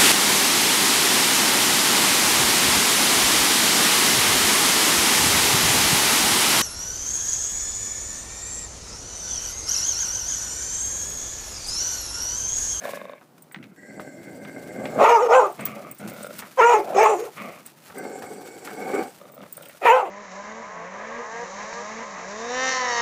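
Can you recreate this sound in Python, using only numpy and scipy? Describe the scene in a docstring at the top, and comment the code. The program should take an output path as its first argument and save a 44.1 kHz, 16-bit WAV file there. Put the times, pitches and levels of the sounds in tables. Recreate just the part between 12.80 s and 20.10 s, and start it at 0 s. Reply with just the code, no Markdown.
"""A large dog at a fence

A dog huffs, growls, barks twice, trots along a wire fence, barks twice more, growls and barks again.
Its voice is a source and a filter: vocal folds and breath excite the resonances of chest, throat and
mouth. Collar tags ring when struck, and crusted snow and twigs crunch under a walker's footsteps. The
yard reflects dog and collar, a far street hums, and a limiter flattens the barks."""
import sys
import numpy as np
from scipy import signal
from scipy.fft import rfft, irfft
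from scipy.io import wavfile
from scipy.ndimage import uniform_filter1d, minimum_filter1d

SR = 44100
rng = np.random.default_rng(int(sys.argv[2]) if len(sys.argv) > 2 else 0)


def dump_mix(stems):
    """Bounce the given channels to the path in sys.argv[1] as a 16-bit WAV at rate SR."""
    frames = np.atleast_2d(stems).T  # one column per channel
    limited = np.clip(frames, -1, 1)  # hard clip at full scale
    pcm = np.round(limited * 32767).astype(np.int16)
    wavfile.write(sys.argv[1], SR, pcm)


N = 321930

# spectrum of the far street: frequency_hz, density_db
STREET_SPECTRUM = [(35, -37), (60, -34.5), (146, 5), (882, -6), (2770, -25.5), (14600, -29.5),
                   (16000, -12.5)]
# huffs and grunts: start_s, length_s, effort_db, fade_db, chest_db, muzzle_db, muzzle_hz
HUFFS = [(0.0, .4, -41.5, -16, -4.5, 0.5, 1670), (0.761, 0.18, -63.5, -10.5, 21.5, 6, 1440),
         (2.772, 0.37, -39.5, -10.5, 0.5, -0.5, 1160), (3.19, 0.42, -44.5, -13.5, 6.5, -2, 1420),
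         (3.59, 0.15, -53.5, -5.5, 3.5, 1, 1330), (4.021, .15, -34.5, 10, -15.5, -18.5, 1200),
         (4.558, .27, -40, -13.5, -3, 1.5, 1160), (6.402, .3, -53, -9, -11, -10, 1240),
         (6.583, 0.064, -55, -12, 11, -1, 1280), (6.767, 0.19, -55.5, -7, -3, -15, 1380)]
# movement in snow and dry leaves: time_s, level_db
RUSTLE_LEVELS = [(0.0, -52), (0.1, -42), (0.27, -64.5), (0.9, -68), (2.15, -51), (2.73, -52), (3.1, -53.5),
                 (3.17, -56), (3.53, -46.5), (3.76, -49), (4.2, -49.5), (4.39, -48.5), (4.91, -52),
                 (4.95, -59.5), (5.09, -49.5), (5.4, -54.5), (6.22, -49.5), (6.5, -59), (6.89, -52),
                 (7.3, -59)]
# spectrum of the rustle: frequency_hz, density_db
RUSTLE_SPECTRUM = [(290, -13.5), (500, -29.5), (575, -18.5), (1310, -11), (3330, -17.5), (14000, -20.5)]
# scuffs on the crust: start_s, level_db
SCUFFS = [(0.579, -54), (0.83, -52), (0.96, -54), (1.2, -44), (1.43, -56), (2.853, -33.5), (2.95, -44.5),
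          (3.275, -38.5), (3.588, -35.5), (4.855, -59), (5.02, -55), (5.421, -38), (5.848, -42),
          (6.225, -44)]
# rolls of fold slaps: start_s, end_s, spacing_s, alternate_early_s, peak_db, slope_db_per_s, mouth_hz
CREAKS = [ (0.054, 0.35, .0404, .002, -21, -30, 1080), (3.319, 3.42, .0222, 0, -31, 50, 1400),
          (3.446, 3.52, .031, .009, -23, -50, 1400), (6.415, 6.56, .042, .002, -33, -60, 1200),
          (6.579, 6.68, .028, 0, -33, -50, 1250), (6.779, 6.97, .0425, .011, -32, -40, 1400), ]
# throat modes rung by a slap: frequency_hz, width_hz, level_db
THROAT_MODES = [(569, 123, 3), (1984, 860, 2), (3640, 164, -20.5)]
# crust and twigs breaking under a walker's footsteps: start_s, peak_db, centre_hz
SNAPS = [(0.4115, -38, 1250), (0.7133, -38.5, 1860), (0.7452, -25.5, 1780), (0.827, -35.5, 2350),
         (1.1962, -22.5, 1400), (1.6497, -32, 1600), (2.0541, -22, 2160), (2.7925, -27, 1240),
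         (3.6205, -28.5, 1360), (4.58, -31, 2010), (5.0995, -32.5, 1270), (5.421, -28, 940),
         (5.8736, -26, 1570), (6.6329, -34.5, 1070), (6.777, -40, 1510), (6.616, -43, 3000),
         (6.829, -40, 3030), (6.857, -37, 2600), (6.895, -38.5, 2190), (4.888, -46, 2000)]
# collar tags colliding: start_s, upper_peak_db, lower_relative_db
CHINKS = [(0.622, -37.5, -4), (0.7213, -32.5, -9), (2.7242, -37, -7.5), (2.807, -39.5, 5.5),
          (2.853, -10.5, -21), (3.1123, -24, -11), (3.1462, -35, -19), (3.185, -37, -3), (3.2969, -36, -6),
          (3.3348, -35, -15), (3.429, -32, 0), (3.467, -37, 0), (3.5638, -38, -12), (3.584, -27, -9),
          (4.2328, -27, -16), (4.862, -30.5, 0.5), (5.1814, -33, -2.5), (6.5191, -40, -11),
          (6.544, -30.5, -19), (6.7248, -21.5, -11.5), (6.769, -26.5, -7), (6.822, -33, -8),
          (6.853, -35, -9), (6.885, -35, -4.5)]
# modes of the two tags: frequency_hz, width_hz, level_db
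UPPER_TAG_MODES = [(15160, 330, 27), (16200, 100, 21), (13300, 84, 3)]
LOWER_TAG_MODES = [(8850, 110, -3.5), (8300, 300, 3)]
# one curve a growl: time_s, effort_db
GROWL_CURVES = [
    [(0.95, -65), (1.192, -44.5), (1.392, -50), (1.908, -43.5), (2.18, -28.5), (2.21, -1)],
    [(5.13, -47), (5.2, -36.5), (5.818, -46), (6.08, -32), (6.19, -27), (6.26, -37.5), (6.32, -63)],
]
# cavities, one row a growl: chest_db, muzzle_db (both at middle effort), muzzle_lag_db_per_db,
# throat_hz, lower_muzzle_hz, upper_muzzle_hz, upper_throat_db
GROWL_CAVITIES = [(1.5, -6, 0.53, 573, 1560, 2090, -13.5), (-7, -8.5, 0.29, 440, 1514, 2220, -4)]
# air through the nose: frequency_hz, width_hz, level_db
NOSE_BANDS = [(4540, 340, -23), (5730, 590, -23.5), (7720, 1550, -14.5)]
# one curve a bark: time_s, pitch_hz, effort_db, opening_fraction, roughness_fraction
BARK_CURVES = [
    [(2.18, 432.8, -34, 0.3, 0.7), (2.208, 432.3, -14, .14, 0.99), (2.232, 432.2, -8.5, 0.12, 0.92),
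     (2.27, 450, -14.5, 0.86, 0.81), (2.31, 477.3, -12, 0.24, 0.54), (2.355, 466, -11.5, 0.55, 0.25),
     (2.395, 399, -19, 0.75, 0.3), (2.43, 504.5, -15, 0.08, 0.42), (2.48, 467, -21.5, 0.06, 0.54)],
    [(2.48, 476.5, -26.5, 0.38, 0.37), (2.51, 450.8, -14.5, 0.24, 0.65), (2.55, 518.6, -8.5, 0.36, 0.48),
     (2.59, 513.7, -12, 0.41, 0.37), (2.62, 423.6, -15, 0.47, 0.77), (2.655, 393, -21, 0.81, 0.6),
     (2.7, 396, -32.5, 0.24, 0.5), (2.74, 397, -63, .2, 0.6)],
    [(3.77, 498, -35, 0.47, 0.6), (3.795, 541, -11.5, 0.35, 0.19), (3.812, 427.7, -12.5, 0.71, 0.42),
     (3.84, 470.4, -12, 0.92, 0.13), (3.89, 476.7, -12.5, 0.4, 0.24), (3.925, 493.3, -13.5, 0.41, 0.54),
     (3.945, 432.2, -11, 0.68, 0.16), (3.98, 421.4, -19.5, 0.07, 0.48), (4.0, 357, -25.5, 0.19, 0.3),
     (4.04, 477, -36, 0, .1)],
    [(4.14, 398, -27.5, 0.06, 1.08), (4.175, 388.3, -13.5, 0.28, 0.56), (4.2, 425.7, -12, 0.33, 0.48),
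     (4.23, 455.5, -13.5, 0.19, 0.58), (4.26, 424, -12, 0.69, 0.52), (4.3, 451.4, -16, .2, 0.53),
     (4.335, 406, -18.5, .3, 0.54), (4.365, 320.3, -27.5, 0.04, 0.02), (4.4, 438, -30, 0.05, 0.44),
     (4.435, 460, -27.5, 0.06, 0.2), (4.5, 383, -45.5, 0.29, 0.65)],
    [(7.01, 478.2, -43, 0.33, 0.8), (7.05, 477.2, -17, 0, 1.05), (7.07, 486.3, -11, 0.72, 0.48),
     (7.1, 442.6, -9, 0.53, 0.24), (7.13, 514, -14, 0.38, 0.25), (7.18, 519.6, -18, 0.43, 0.65),
     (7.21, 473, -23, 0.38, 0.87), (7.235, 386.5, -25, 0.47, 0.32), (7.3, 340, -35.5, 0.07, 1.05)],
]
# one row a bark, levels relative to effort: bite_db, hiss_db, top_hiss_db, widest_after_s, gape_s
JAWS = [(-13.5, -28, -36, 0.11, .06), (-17.5, -29, -50.5, .06, 0.022), (-7, -27, -39.5, 0.058, 0.02),
        (-11.5, -22.5, -53, 0.096, 0.04), (-9, -32, -33, 0.053, 0.067)]
# upper harmonics of a bark, relative to its bite: pitch_multiple, level_db
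OVERTONES = [(4, -4.), (5, -5), (6, -7.5)]
# formants of the open mouth, a bark's bright "bite": frequency_hz, width_hz, level_db
BITE_FORMANTS = [(1817, 575, 7.5), (2360, 227, 5), (2900, 330, -28)]
# air past the teeth: frequency_hz, width_hz, level_db
TEETH_BANDS = [(5640, 300, 2.5), (6660, 860, 7.5), (8140, 460, -3), (12300, 5100, -20)]


def gain_of(db):
    """Amplitude ratio of a level in decibels."""
    return 10 ** (np.asarray(db) / 20)


def unit_rms(x):
    """Normalisation to rms 1."""
    return x / np.sqrt(np.mean(x ** 2) + 1e-20)


def add(mix, start_s, sound):
    """Superposition: a sound joins the mix at start_s."""
    part = mix[round(start_s * SR):][:len(sound)]
    part += sound[:len(part)]


def curves(rows):
    """Linear interpolation: the start time, and each further column sample by sample."""
    times, *values = np.transpose(rows)
    t = np.arange(times[0], times[-1], 1 / SR)
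    return times[0], [np.interp(t, times, column) for column in values]


def coloured(x, spectrum):
    """Spectral shaping by (frequency_hz, density_db) points; rms 1."""
    points_hz, db = np.transpose(spectrum)
    hz = np.fft.rfftfreq(len(x), 1 / SR)
    response = gain_of(np.interp(np.log(hz + 1), np.log(points_hz), db))
    return unit_rms(irfft(rfft(x) * response, len(x)))


def drift(n, hz):
    """Random modulation: noise low-passed at hz; rms 1."""
    bins_hz = np.fft.rfftfreq(n, 1 / SR)
    return unit_rms(irfft(rfft(rng.standard_normal(n)) / (1 + (bins_hz / hz) ** 4), n))


def formant(x, hz, width_hz):
    """Two resonators in cascade, each shifting hz to zero, smoothing and shifting back; rms 1."""
    carrier = np.exp(2j * np.pi * np.cumsum(hz * np.ones(len(x))) / SR)
    pole = np.exp(-np.pi * width_hz / SR)
    for _ in range(2):
        x = 2 * (carrier * signal.lfilter([1 - pole], [1, -pole], x / carrier)).real
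    return unit_rms(x)


def ring(modes, force):
    """Modal response: a force excites damped sinusoids that swell over their first cycles; peak 1."""
    t = np.arange(4000) / SR
    response = np.zeros(len(t))
    for hz, width_hz, db in modes:
        envelope = (1 - np.exp(-hz * t / 2)) * np.exp(-np.pi * width_hz * t)
        response += gain_of(db) * envelope * np.sin(2 * np.pi * hz * t)
    out = signal.oaconvolve(force, response)
    return out / abs(out).max()


def street():
    """Ambient noise: the far street is a low hush whose level wanders slowly."""
    return gain_of(-56 + 2.2 * drift(N, hz=1.5)) * coloured(rng.standard_normal(N), STREET_SPECTRUM)


def slack_folds(n, airy, throb_db):
    """Aperiodic vibration: slack folds flap unevenly near 110 Hz, each flap releasing a puff of air."""
    cycles = np.cumsum(110 * gain_of(2.5 * drift(n, hz=40.02))) / SR
    flaps = np.diff(np.floor(cycles), prepend=0) * gain_of(6.8 * np.clip(rng.standard_normal(n), -2, 2))
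    puffs = (0.8 + np.exp(-(cycles % 1) / 0.66)) * rng.standard_normal(n)
    return (unit_rms(flaps) + airy * unit_rms(puffs)) * gain_of(throb_db * drift(n, hz=26))


def huff(length_s, effort_db, fade_db, chest_db, muzzle_db, muzzle_hz):
    """Damped resonance: with the mouth ajar the cavities ring broadly, each catching its own gusts."""
    t = np.arange(0, length_s, 1 / SR)
    level_db = effort_db + np.interp(t, [0, 0.047, length_s], [-4.5, 0, fade_db])
    source = slack_folds(len(t), airy=1.64, throb_db=1.3)

    def cavity(hz, width_hz):
        """A formant, amplitude-modulated by gusts; rms 1."""
        return unit_rms(formant(source, hz, width_hz) * gain_of(2.8 * drift(len(t), hz=8.9)))

    muzzle = unit_rms(cavity(muzzle_hz, 290) + 0.82 * cavity(2127, 620))
    throat, chest = cavity(604, 340), cavity(194, 126)
    out = throat - gain_of(chest_db) * chest + gain_of(muzzle_db) * muzzle
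    return gain_of(level_db) * out * signal.windows.tukey(len(t), 0.08)


def rustle(grains_per_s=3000):
    """Shot noise: many tiny fractures merge into a rustle that flares at each scuff of the snow."""
    sizes = gain_of(1.23 * np.minimum(rng.exponential(1, N), 5))
    grains = sizes * (rng.random(N) < grains_per_s / SR) * rng.standard_normal(N)
    crunch = coloured(grains + 0.18 * rng.standard_normal(N), RUSTLE_SPECTRUM)
    flicker = gain_of(2.6 * drift(N, hz=25))
    envelope = gain_of(np.interp(np.arange(N) / SR, *np.transpose(RUSTLE_LEVELS)))
    t = np.arange(6000) / SR
    scuff = np.minimum(t / 0.0022, 1) * np.exp(-t / 0.013)
    for start_s, db in SCUFFS:
        add(envelope, start_s, gain_of(db) * scuff)
    return crunch * flicker * envelope


def creaks():
    """Vocal fry: each slap of the slack folds rings throat and mouth, just after a fainter slap."""
    out = np.zeros(N)
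    for start_s, end_s, spacing_s, early_s, peak_db, slope_db_per_s, mouth_hz in CREAKS:
        slap = ring(THROAT_MODES + [(mouth_hz, 120, -6), (260, 200, -5)], force=np.ones(1))
        for k, beat_s in enumerate(np.arange(start_s, end_s, spacing_s)):
            db = peak_db + slope_db_per_s * (beat_s - start_s) + 0.68 * rng.standard_normal()
            slap_s = beat_s - k % 2 * early_s
            add(out, slap_s - 0.001, gain_of(db) * slap)
            add(out, slap_s - 0.013, gain_of(db - 11) * slap)
    return out


def footsteps():
    """Brittle fracture: a crack and a tail of crumbs excite two heavily damped modes of crust or twig."""
    out, t = np.zeros(N), np.arange(2000) / SR
    for start_s, peak_db, hz in SNAPS:
        crumbs = 0.5 * np.exp(-t / 0.023) * gain_of(5.5 * drift(len(t), hz=302))
        force = rng.standard_normal(len(t)) * (np.exp(-t / 0.0025) + crumbs)
        add(out, start_s, gain_of(peak_db) * ring([(hz, 1200, 0), (hz * 1.52, 2500, -6)], force))
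    return out


def collar_tags():
    """Impact excitation: two small metal plates chatter for some milliseconds and ring in their modes."""
    out, t = np.zeros(N), np.arange(1800) / SR
    for start_s, peak_db, lower_db in CHINKS:
        chatter = rng.standard_normal(len(t)) * (np.exp(-t / 0.006) + 0.11 * np.exp(-t / 0.013))
        chink = ring(UPPER_TAG_MODES, chatter) + gain_of(lower_db) * ring(LOWER_TAG_MODES, chatter)
        add(out, start_s, gain_of(peak_db) * chink)
    return out


def growl(effort_db, cavities, middle_db=-42.5):
    """Source and filter: slack folds drive chest, throat and shut muzzle while air hisses in the nose."""
    chest_db, muzzle_db, muzzle_lag, throat_hz, lower_hz, upper_hz, upper_throat_db = cavities
    n, push_db = len(effort_db), effort_db - middle_db
    source = slack_folds(n, airy=1.7, throb_db=1.8)
    throat = formant(source, throat_hz, 277) + gain_of(upper_throat_db) * formant(source, 729, 120)
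    # chest and muzzle swell less than the throat; with effort the lips lift into a brighter snarl
    chest = gain_of(chest_db - 0.4 * push_db) * formant(source, 212, 212)
    snarl = gain_of(-20.5 + 0.6 * push_db) * formant(source, 1058, 284)
    pinch = 0.1 * np.exp(-np.arange(n) / SR / 0.16)  # two muzzle formants start closer, then part
    muzzle = formant(source, lower_hz * (1 + pinch / 2), 120)
    muzzle += formant(source, upper_hz * (1 - pinch), 124) + 0.37 * formant(source, 1950, 230)
    muzzle = gain_of(muzzle_db - muzzle_lag * push_db + 2.3 * drift(n, hz=7.1)) * unit_rms(muzzle)
    wander, air = 1 + 0.025 * drift(n, hz=4.1), rng.standard_normal(n)
    nose = sum(gain_of(db + 2.5 * drift(n, hz=30)) * formant(air, hz * wander, width_hz)
               for hz, width_hz, db in NOSE_BANDS)
    nose *= gain_of(-0.7 * (effort_db - np.median(effort_db)))  # airflow swells less than the voice
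    return gain_of(effort_db) * (throat - chest + snarl + muzzle + nose) * signal.windows.tukey(n, 0.04)


def taut_folds(pitch_hz, effort_db, rough, mouth_hz, bite_db):
    """Harmonic series of taut folds, lifted near the mouth formant; returns the tone and its cycles."""
    n, orders = len(pitch_hz), np.arange(1, 4)[:, None]
    mouth_boost = 1 + gain_of(18) / (1 + ((orders * pitch_hz - mouth_hz) / 173) ** 2) ** 2
    low_gains = gain_of(-6.5 * np.log2(orders)) * mouth_boost
    low_gains *= gain_of(effort_db) * np.sqrt((1 - rough ** 2) / (low_gains ** 2).sum(0))
    harmonics = list(zip((1, 2, 3), low_gains))
    harmonics += [(k, gain_of(bite_db + db) * (1 - rough)) for k, db in OVERTONES]
    # the folds take a moment to lock, and wobble again when the push is weak
    weak_db = np.clip(-19 - effort_db, 0, 12)
    jitter = 0.004 + 0.035 * rough ** 2 + 0.05 * np.exp(-np.arange(n) / SR / 0.02) + 0.006 * weak_db
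    cycles = np.cumsum(pitch_hz * (1 + jitter * drift(n, hz=75))) / SR
    tone, throb_db = np.zeros(n), 0.4 + 2.6 * rough + 0.06 * weak_db
    for k, gain in harmonics:
        throb = gain_of(throb_db * np.sqrt(k) * drift(n, hz=59.6))  # deeper in the upper harmonics
        tone += gain * throb * np.sqrt(2) * np.cos(2 * np.pi * k * cycles + k)
    return tone, cycles


def bark(pitch_hz, effort_db, opening, roughness, jaws, shut_hz=435, open_hz=1380):
    """Voicing with turbulence: harmonics and pulsed air pass a mouth whose formant rises as it opens."""
    bite_db, hiss_db, top_hiss_db, widest_s, gape_s = jaws
    n, rough = len(pitch_hz), np.clip(roughness, 0.01, 0.99)
    closure = 1 - np.exp(-((np.arange(n) / SR - widest_s) / gape_s) ** 2)
    bright_db = effort_db - 10.5 * closure  # bite and top hiss sink either side of the widest gape
    mouth_hz = shut_hz + (open_hz - shut_hz) * opening
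    tone, cycles = taut_folds(pitch_hz, effort_db, rough, mouth_hz, bright_db + bite_db)
    puffs = (0.059 + np.exp(-(cycles % 1) / 1.56)) * rng.standard_normal(n)
    puffs *= gain_of(1.4 * drift(n, hz=50.6))
    # uneven cycles rasp: blurred lines midway between the harmonics, and a band at the mouth formant
    half_lines = sum(formant(puffs, pitch_hz * multiple, 255) for multiple in (1.5, 2.5))
    rasp = unit_rms(half_lines + 1.28 * formant(puffs, mouth_hz, 220))
    wander = 1 + 0.056 * drift(n, hz=16.7)
    bite = sum(gain_of(db) * formant(puffs, hz * wander, width_hz) for hz, width_hz, db in BITE_FORMANTS)
    hiss = sum(gain_of(db + 1.8 * drift(n, hz=18)) * formant(puffs, hz * wander, width_hz)
               for hz, width_hz, db in TEETH_BANDS)
    out = tone + rough * gain_of(effort_db) * rasp
    out += (0.55 + rough) * gain_of(bright_db + bite_db) * unit_rms(bite)
    out += gain_of(effort_db + hiss_db + 0.5 * closure) * unit_rms(hiss)
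    out += gain_of(bright_db + top_hiss_db) * formant(puffs, 10200, 6800)
    return out * signal.windows.tukey(n, 0.05)


def yard_echo(x, reverb_s=0.21):
    """Scattering: fence, trunks and house walls return dull reflections that die away quickly."""
    t = np.arange(SR // 2) / SR
    taps = rng.choice([-1., 1.], len(t)) * (rng.random(len(t)) < 0.05)
    taps *= gain_of(-60 * t / reverb_s) * (t > 0.012)
    taps = signal.sosfilt(signal.butter(1, 2500, fs=SR, output="sos"), taps)
    return signal.oaconvolve(x, taps / np.linalg.norm(taps))[:N]


def scene():
    """Superposition of dog and collar, their reflections, the snow and the street, in one channel."""
    dog = creaks() + collar_tags()
    for start_s, *breath in HUFFS:
        add(dog, start_s, huff(*breath))
    for rows, cavities in zip(GROWL_CURVES, GROWL_CAVITIES):
        start_s, (effort_db,) = curves(rows)
        add(dog, start_s, growl(effort_db, cavities))
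    for rows, jaws in zip(BARK_CURVES, JAWS):
        start_s, controls = curves(rows)
        add(dog, start_s, bark(*controls, jaws))
    return (dog + gain_of(-18.5) * yard_echo(dog) + rustle() + footsteps() + street())[None]


def record(dry, ceiling=0.72, edge_hz=15500):
    """Band and peak limiting: a microphone's bass roll-off, a look-ahead limiter, then a low-pass."""
    thinned = signal.sosfilt(signal.butter(3, 90, "high", fs=SR, output="sos"), dry)
    allowed_gain = np.minimum(1, ceiling / (abs(thinned) + 1e-9))
    limited = thinned * uniform_filter1d(minimum_filter1d(allowed_gain, size=129), size=65)
    low_pass = signal.firwin(511, edge_hz, window=("kaiser", 12), fs=SR)
    return signal.oaconvolve(limited, low_pass[None], "same")


dry = scene()
out = record(dry)
dump_mix(out)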